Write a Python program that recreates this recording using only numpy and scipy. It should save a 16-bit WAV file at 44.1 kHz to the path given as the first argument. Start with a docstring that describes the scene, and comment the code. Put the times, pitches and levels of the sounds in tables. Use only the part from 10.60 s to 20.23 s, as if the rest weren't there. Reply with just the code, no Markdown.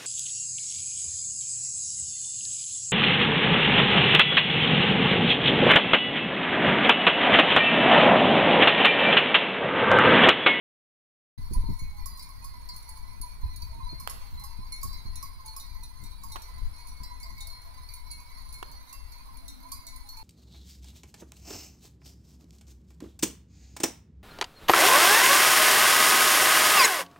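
"""After a short silence wind thumps and flutters at two microphone ports over the wash of a meadow: shaped noise.
The sheet-metal bells of a grazing flock clink as eighteen groups of modes, some of many and some of one, each
mode a decaying resonance; far bells jangle behind them. A hoopoe calls in threes with pure tones, three dry
cracks are noise bursts with an echo from the trees, and a far engine drones as a narrow band of low noise."""
import sys
import numpy as np
from scipy import signal
from scipy.fft import rfft, irfft, next_fast_len
from scipy.io import wavfile
from scipy.ndimage import map_coordinates

SR = 44100
rng = np.random.default_rng(int(sys.argv[2]) if len(sys.argv) > 2 else 0)


def master_out(mix):
    """Clip the mix to full scale and print it as 16-bit PCM to the path in sys.argv[1]."""
    frames = np.transpose(np.atleast_2d(mix))
    ceiling = np.clip(frames, -1, 1)
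    pcm = np.round(ceiling * 32767).astype(np.int16)
    wavfile.write(sys.argv[1], SR, pcm)


N = 424683

# Likeness of the sound at the two ports. Each row: frequency in Hz, left-right correlation.
LIKENESS = [(60, -.05), (300, -.6), (1400, -.25), (5000, 0)]
# The ports face the flock unevenly. Each row: frequency in Hz, left-right level difference in dB.
PORT_BALANCE = [(300, -13.5), (1200, -9), (2300, -9), (4400, -3.5), (6500, 4), (8200, 6), (10000, -6.5),
                (14000, -10)]


def amp(db):
    """Level in decibels to amplitude ratio."""
    return 10 ** (np.asarray(db) / 20)


def unit(x):
    """Normalization to an rms of 1."""
    return x / np.sqrt(np.mean(x ** 2) + 1e-20)


def along(points, hz):
    """Linear interpolation of (Hz, value) points on a logarithmic frequency axis."""
    f, v = np.transpose(points)
    return np.interp(np.log(hz + 1), np.log(f + 1), v)


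def curves(rows):
    """Linear interpolation in time: one value per sample for each column after the time."""
    seconds, *columns = np.transpose(rows)
    return [np.interp(np.arange(N) / SR, seconds, column) for column in columns]


def wobble(rate):
    """Slow random modulation: a smooth curve through normal random knots, rate knots a second."""
    knots = rng.standard_normal(int(N * rate / SR) + 4)
    return map_coordinates(knots, [np.arange(N) * rate / SR])


def filtered(x, response):
    """Linear filtering: the spectrum of x is multiplied by a response of frequency."""
    size = next_fast_len(x.shape[-1] + 8192)
    spectrum = rfft(x, size) * response(np.fft.rfftfreq(size, 1 / SR))
    return irfft(spectrum, size)[..., :x.shape[-1]]


def sides(db):
    """Constant-power panning: left and right gains for a left-right level difference."""
    return np.array([amp(db), np.ones_like(db)]) / np.sqrt(1 + amp(db) ** 2)


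def rush(spectrum, alike, size=N):
    """Partly correlated stereo noise of rms 1: the mid and side shares set the left-right correlation."""
    def mid_side(hz):
        turn = np.arccos(np.clip(along(alike, hz), -1, 1)) / 2
        return amp(along(spectrum, hz)) * [np.cos(turn), np.sin(turn)]

    mid, side = filtered(rng.standard_normal((2, size)), mid_side)
    return unit(np.array([mid + side, mid - side]))


def gusts():
    """Transient pressure envelopes of thump and flutter: exponential rise, Gaussian fall."""
    # Separate buffets. Each row: start in seconds, relative thump level in dB, relative flutter level in dB.
    buffets = [(0.786, -44, -41.5), (0.909, -28, -27.5), (0.959, -16, -33.5), (1.034, -32, -26),
               (1.086, -25.5, -24.5), (1.113, -44, -34), (1.216, -28.5, -41), (2.599, -39, -50.5),
               (2.831, -23.5, -54), (3.019, -31.5, -46), (3.229, -30.5, -51), (3.324, -43, -35),
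               (3.724, -30, -44), (3.983, -31.5, -40), (4.242, -30, -35.5), (4.45, -28, -38),
               (4.48, -35, -37), (6.017, -26.5, -71), (6.404, -31.5, -36)]
    rise_s, fall_s = 0.0036, [[0.039], [0.014]]  # the thump sinks slowly, the flutter fast
    t, out = np.arange(N) / SR, np.zeros((2, N))
    for start, *db in buffets:
        late = np.clip(t - start, 0, 10)
        rise = 1 - np.exp(-late / rise_s)
        fall = np.exp(-(late / fall_s) ** 2 / 2)
        out += amp(db)[:, None] * rise * fall
    return out


def wind():
    """Turbulent pressure at the ports: lumpy low noise, with a flutter above that grows faster than the breeze."""
    # Steady wind. Each row: time in seconds, relative level in dB.
    breeze = [(.8, -30), (1.15, -33), (1.75, -40.5), (2.6, -36.5), (3.2, -35.5), (3.5, -36), (5.4, -39.5),
              (6.3, -37.5), (6.7, -39), (9.6, -41.5)]
    # Spectrum of the low buffeting. 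Each row: frequency in Hz, relative level in dB per Hz.
    rumble = [(12, 4.5), (25, 7), (60, 0.5), (110, -12), (200, -31), (800, -110)]
    # Spectrum of the flutter. Each row: frequency in Hz, relative level in dB per Hz.
    flutter_spectrum = [(60, -14), (105, 0), (250, -12), (500, -30), (1200, -75)]
    breeze_db, = curves(breeze)
    thump, flap = gusts()
    lumps = np.array([wobble(11), wobble(11.5)]) + .7 * wobble(9)  # partly shared by the ports
    buffet = unit(amp(1.96 * lumps) * rush(rumble, [(30, 0.023)]))
    flutter = unit(amp(3.1 * lumps + 3.75 * wobble(21)) * rush(flutter_spectrum, [(100, -0.29)]))
    turning = sides(np.linspace(4, 9, N))  # the left port turns into the wind
    low = (amp(breeze_db) + thump) * buffet * turning
    flutter_gain = amp(-59.0 + 1.7 * (breeze_db + 39.5)) + amp(4.5) * flap
    return low + flutter_gain * sides(0.27)[:, None] * flutter


def meadow():
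    """Diffuse background: the steady wash of air and far jangle as gently swelling shaped noise."""
    # Spectrum of the wash. Each row: frequency in Hz, relative level in dB per Hz.
    wash_spectrum = [(150, -38.5), (300, -18.5), (650, -15.5), (1000, -9), (2200, -21), (3000, -25.5),
                     (4300, -15.5), (8000, -38), (10000, -15), (15500, -86)]
    wash = filtered(rush(wash_spectrum, LIKENESS), lambda hz: sides(0.45 * along(PORT_BALANCE, hz)))
    return amp(-56.5) * amp(.8 * wobble(4)) * wash


def far_bells(count=40, size=18):
    """Modal superposition: each far bell has one mode in every family and is struck softly at random moments."""
    # Mode families. Each row: centre in Hz, spread as a share of it, relative level in dB, 60 dB decay in seconds.
    families = [(1003.5, 0.062, -52.5, 0.11), (2201, .15, -68, 0.32), (4336, 0.11, -62, 0.24),
                (5910, 0.21, -67, 0.084), (11200, 0.24, -62, 0.065)]
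    out, t = np.zeros((2, N + SR // 5)), np.arange(SR // 5) / SR
    centre_hz, spread, db, t60 = np.transpose(families)[..., None]
    for place in rng.triangular(-1, 0, 1, (count, len(families), 1)):
        hz = centre_hz * (1 + spread * place)
        build_up = 1 - np.exp(-t * hz / 10)
        ring = amp(db - 60 * t / t60) * build_up * np.exp(2j * np.pi * hz * t)
        mode_hz = hz[:, 0]
        balance = sides(along(PORT_BALANCE, mode_hz))
        for when, strength, *luck in rng.random((size, 2 + len(families))):
            sign = np.sign(strength * size % 1 - .5)  # effectively random
            lead = np.arccos(along(LIKENESS, mode_hz)) * sign  # phase lead between the ports
            push = amp(6.05 * strength + 7.4 * np.array(luck)) * balance * np.exp([0j * lead, 1j * lead])
            out[:, int(when * N):][:, :len(t)] += (push @ ring).imag
    return out[:, :N]


def blows_on(clear, count=14):
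    """Impact excitation: samples and strengths of the clear blows and of random light taps on one mode group."""
    tap_db, tap_spread_db = -20, 10  # taps lie 20 to 10 dB under the mean clear blow
    when, strength = rng.random((count, 2)).T
    seconds, db = np.transpose(clear)
    taps_db = db.mean() + tap_db + tap_spread_db * strength
    return np.r_[seconds * SR, when * N].astype(int), np.r_[db, taps_db]


def upper_modes(at, db, count=36):
    """Dense modal shimmer: every blow wakes the same short high modes of one group at new strengths."""
    level_db, typical_t60_s, range_hz = -6.5, 0.07, (4884, 15730)
    out, t = np.zeros((2, N + 3000)), np.arange(3000) / SR
    hz = rng.uniform(*range_hz, (count, 1))
    t60 = typical_t60_s * rng.uniform(0.27, 2.1, (count, 1))
    phase = 2 * np.pi * rng.random((2, count, 1))
    rings = sides(along(PORT_BALANCE, hz)) * amp(-60 * t / t60) * np.sin(2 * np.pi * hz * t + phase)
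    luck_db = 4.1 * rng.standard_normal((len(at), count))
    for start, strength in zip(at, amp(db[:, None] + level_db + luck_db)):
        out[:, start:start + len(t)] += strength @ rings
    return out[:, :N]


def bells():
    """Modal resonance: each blow rings every mode of its group at a new strength; some groups also tick."""
    # Each line is one group of modes struck together: their frequencies in Hz.
    pitch_rows = [
        [1087, 4791, 5265, 11103, 11265, 13900, 15009],
        [4552],
        [2207, 4242, 5932, 6790, 10015],
        [4398, 6620, 9730, 13205],
        [3760, 4156, 5803, 6790, 10015],
        [4323, 5685],
        [2121, 4706, 5265],
        [4103],
        [826],
        [880],
        [922],
        [983, 1008],
        [1962],
        [2200],
        [4240],
        [1050],
        [3980],
        [2692],
    ]
    # Each line is one group, each entry one mode: relative level in dB, 60 dB decay time in seconds.
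    mode_rows = [
        [(17.5, 0.052), (-3, 0.99), (-10, 0.28), (8.5, 0.092), (6, 0.1), (1, 0.11), (-2, 0.29)],
        [(20, 0.056)],
        [(4.5, 0.64), (12, 0.24), (0, 0.3), (-6, 0.42), (16, 0.083)],
        [(5, 0.25), (-7.5, 0.23), (13.5, 0.095), (10, 0.033)],
        [(4, 0.18), (10, 0.24), (3, 0.2), (0, 0.11), (12.5, 0.12)],
        [(12, 0.12), (-6, 0.12)],
        [(-3.5, 0.64), (12, 0.097), (-2.5, 0.39)],
        [(0, 0.74)],
        [(-5, 0.52)],
        [(-1, 0.51)],
        [(6, 0.58)],
        [(8.5, 0.18), (3, 0.29)],
        [(-1, 1)],
        [(2.5, 0.72)],
        [(7, 0.4)],
        [(13, 0.082)],
        [(13.5, 0.23)],
        [(4.5, 1)],
    ]
    # Each line is one group, each entry a clear clapper blow: time in seconds, relative level in dB.
    blow_rows = [
        [(1.458, -44.5), (3.399, -51), (1.843, -50.5), (3.497, -44.5), (3.838, -48), (4.231, -41.5),
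         (4.627, -47), (4.964, -46), (5.635, -49.5), (8.327, -49.5), (9.118, -42.5)],
        [(3.021, -53), (4.272, -61), (4.985, -65), (6.781, -58), (7.288, -58), (7.505, -58), (9.121, -52)],
        [(1.192, -54.5), (4.122, -49), (6.6, -58), (7.512, -52.5), (7.94, -55), (9.267, -57)],
        [(0.9345, -49), (1.6245, -54.5), (2.162, -50.5), (2.29, -52), (2.614, -48), (2.96, -52), (4.86, -54.5),
         (6.27, -58), (6.87, -50), (7.337, -49), (7.925, -52.5), (8.77, -61), (9.36, -56.5)],
        [(4.556, -51.5), (4.998, -51), (5.233, -55), (5.437, -56.5), (5.719, -49.5), (6.805, -51.5),
         (8.88, -49), (9.267, -50.5)],
        [(4.88, -55), (5.46, -61), (5.82, -49.5), (6.81, -55.5), (8.115, -55), (8.52, -56.5), (9.267, -62),
         (9.489, -50.5), (9.57, -53.5)],
        [(1.594, -50.5), (2.089, -50), (4.215, -55), (4.33, -52.5), (6.434, -51), (6.63, -54), (6.812, -59.5)],
        [(2.831, -45), (3.774, -46.5), (4.33, -47.5), (6.434, -49.5)],
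        [(1.325, -42.5), (3.63, -50), (3.812, -46.5), (6.802, -48), (8.65, -49.5), (9.438, -49.5)],
        [(2.285, -47.5), (4.84, -41), (5.172, -54.5), (5.71, -41.5), (9.565, -42)],
        [(1.018, -52.5), (3.12, -51), (3.86, -56), (4.72, -66), (5.637, -49)],
        [(0.938, -45), (1.94, -50), (2.08, -48.5), (2.63, -48), (2.826, -46.5), (3.257, -40.5), (6.43, -50),
         (6.503, -47), (9.047, -44)],
        [(6.43, -56), (6.68, -60.5), (6.952, -52.5), (8.44, -58)],
        [(6.347, -53), (6.77, -52.5), (7.288, -54.5)],
        [(2.09, -42), (3.29, -45), (6.898, -46)],
        [(3.2, -44), (4.79, -43.5)],
        [(1.594, -58.5), (3.228, -62), (4.29, -52.5)],
        [(3.497, -58), (8.327, -58.5)],
    ]
    ring, clack = np.zeros((2, N)), np.zeros(N)
    # a slow random wobble of level and phase roughens every mode
    roughness = amp(2.2 * wobble(18)) * np.exp(.4j * wobble(14))
    for pitches, modes, blows in zip(pitch_rows, mode_rows, blow_rows):
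        at, db = blows_on(blows)
        if pitches[-1] > 4300:  # only groups with high modes tick and shimmer
            clack[at] += amp(db)
            ring += upper_modes(at, db)
        for hz, (mode_db, t60) in zip(pitches, modes):
            luck = rng.standard_normal((len(at), 4))  # strength, phase, sign of the lead, balance
            strength = amp(db + mode_db + 2.05 * luck[:, 0]) * np.exp(2j * luck[:, 1])
            balance = sides(along(PORT_BALANCE, hz) + 0.63 * luck[:, 3])
            # phase lead between the ports, set by their likeness, its sign random
            lead = np.arccos(along(LIKENESS, hz)) * np.sign(luck[:, 2])
            push = np.zeros((2, N), complex)
            push[:, at] = strength * balance * np.exp([0j * lead, 1j * lead])
            turn = np.exp(2j * np.pi * hz / SR)
            rise = np.exp(-hz / (7 * SR))  # the ring builds up over some cycles
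            poles = np.poly([amp(-60 / (t60 * SR)) * turn, rise * turn])
            mode = signal.lfilter([1 - rise], poles, push)
            ring += (mode * np.roll(roughness, rng.integers(N))).real  # shifted anew for each mode
    t = np.arange(2000) / SR
    tick_envelope = signal.fftconvolve(clack, amp(-60 * t / .04))[:N]
    tick = tick_envelope * rush([(2500, -30), (4300, 0), (16000, -9)], LIKENESS)
    return ring + amp(3.5) * sides(-4.0)[:, None] * tick


def hoopoe():
    """Pure-tone phonation: three soft sine hoots a call, in opposite phase at the two ports."""
    # Each row: first hoot of a call in seconds, level in dB before panning, pitch in Hz.
    calls = [(3.089, -55, 658), (6.632, -54.5, 677), (8.812, -55.5, 673)]
    out, t = np.zeros(N + SR), np.arange(3600) / SR
    for start, db, hz in calls:
        hoot = amp(db) * np.hanning(len(t)) ** 0.31 * np.sin(2 * np.pi * hz * t)
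        for k in range(3):
            out[round((start + .208 * k) * SR):][:len(t)] += hoot  # .208 s apart
    return out[:N] * sides(-9.0)[:, None] * [[-1], [1]]


def cracks():
    """Impulsive noise and scattering: a short burst, then a decaying diffuse echo from the tree line."""
    # Each row: time in seconds, relative level in dB, treble tilt in dB per octave (well above 1 kHz),
    # time in seconds for the burst to fall 15 dB, echo level in dB relative to the burst.
    shots = [(3.4752, -42.5, 7.5, 0.00087, -25.5), (5.758, -52, 4, 0.015, -17.5),
             (8.028, -39, 1.5, 0.0048, -28.5)]
    # Spectrum of a crack. Each row: frequency in Hz, relative level in dB per Hz.
    crack_spectrum = [(150, -22), (400, 7.5), (1100, 9.5), (2350, -8), (3200, -5.5), (6000, -22),
                      (15000, -28)]
    lead_in = .004  # seconds of room ahead of the burst
    out, t = np.zeros((2, N + SR)), np.arange(SR // 2) / SR
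    for start, db, tilt_db, length, echo_db in shots:
        def colour(hz):
            level_db = along(crack_spectrum, hz) + tilt_db * np.log2(1 + hz / 1000)
            return amp(level_db) * sides(along(PORT_BALANCE, hz))

        late = np.clip(t - lead_in, 0, 1)
        direct = amp(-15 * (late / length) ** 2)
        echo = amp(echo_db - 60 * late / 1.02)
        noise = rush([(1, 0)], [(300, -1.63), (3000, 0.32)], size=len(t))
        burst = filtered((t > lead_in) * (direct + echo) * noise, colour)
        out[:, round((start - lead_in) * SR):][:, :len(t)] += amp(db + 19.0) * burst
    return out[:, :N]


def engine():
    """Band-limited noise: a far engine drones in a narrow low band with a wavering level."""
    # Each row: time in seconds, level in dB before the wavering.
    drone = [(6.5, -70), (8.3, -69.5), (9, -57), (9.63, -70)]
    band = rush([(170, -50), (210, -7.5), (260, -4.5), (300, -9.5), (400, -74)], LIKENESS)
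    return amp(curves(drone)[0] + 3 * wobble(6)) * band


def scattered(flock):
    """Diffuse reflection: ground and trees scatter the bells, as convolution with decaying noise."""
    t = np.arange(SR // 3) / SR
    tail = rng.standard_normal((2, len(t))) * amp(-60 * t / 0.29) * (t > .008)
    return signal.fftconvolve(flock, tail / np.linalg.norm(tail[0]), axes=1)[:, :N]


def scene():
    """Linear superposition of all the sources at the ports."""
    flock = bells() + far_bells()
    return wind() + meadow() + flock + amp(-6) * scattered(flock) + hoopoe() + cracks() + engine()


def record(dry):
    """Self-noise and band limiting: microphone treble hiss, a top frequency, silence until the sound sets in."""
    start_s, top_hz = .777, 15750
    hiss = amp(-61) * rush([(6000, -30), (12000, -21)], LIKENESS) * sides(-8.0)[:, None]
    fade_in = np.clip((np.arange(N) / SR - start_s) * 200, 0, 1)  # over 5 ms
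    return filtered(dry + hiss, lambda hz: hz < top_hz) * fade_in


dry = scene()
out = record(dry)
master_out(out)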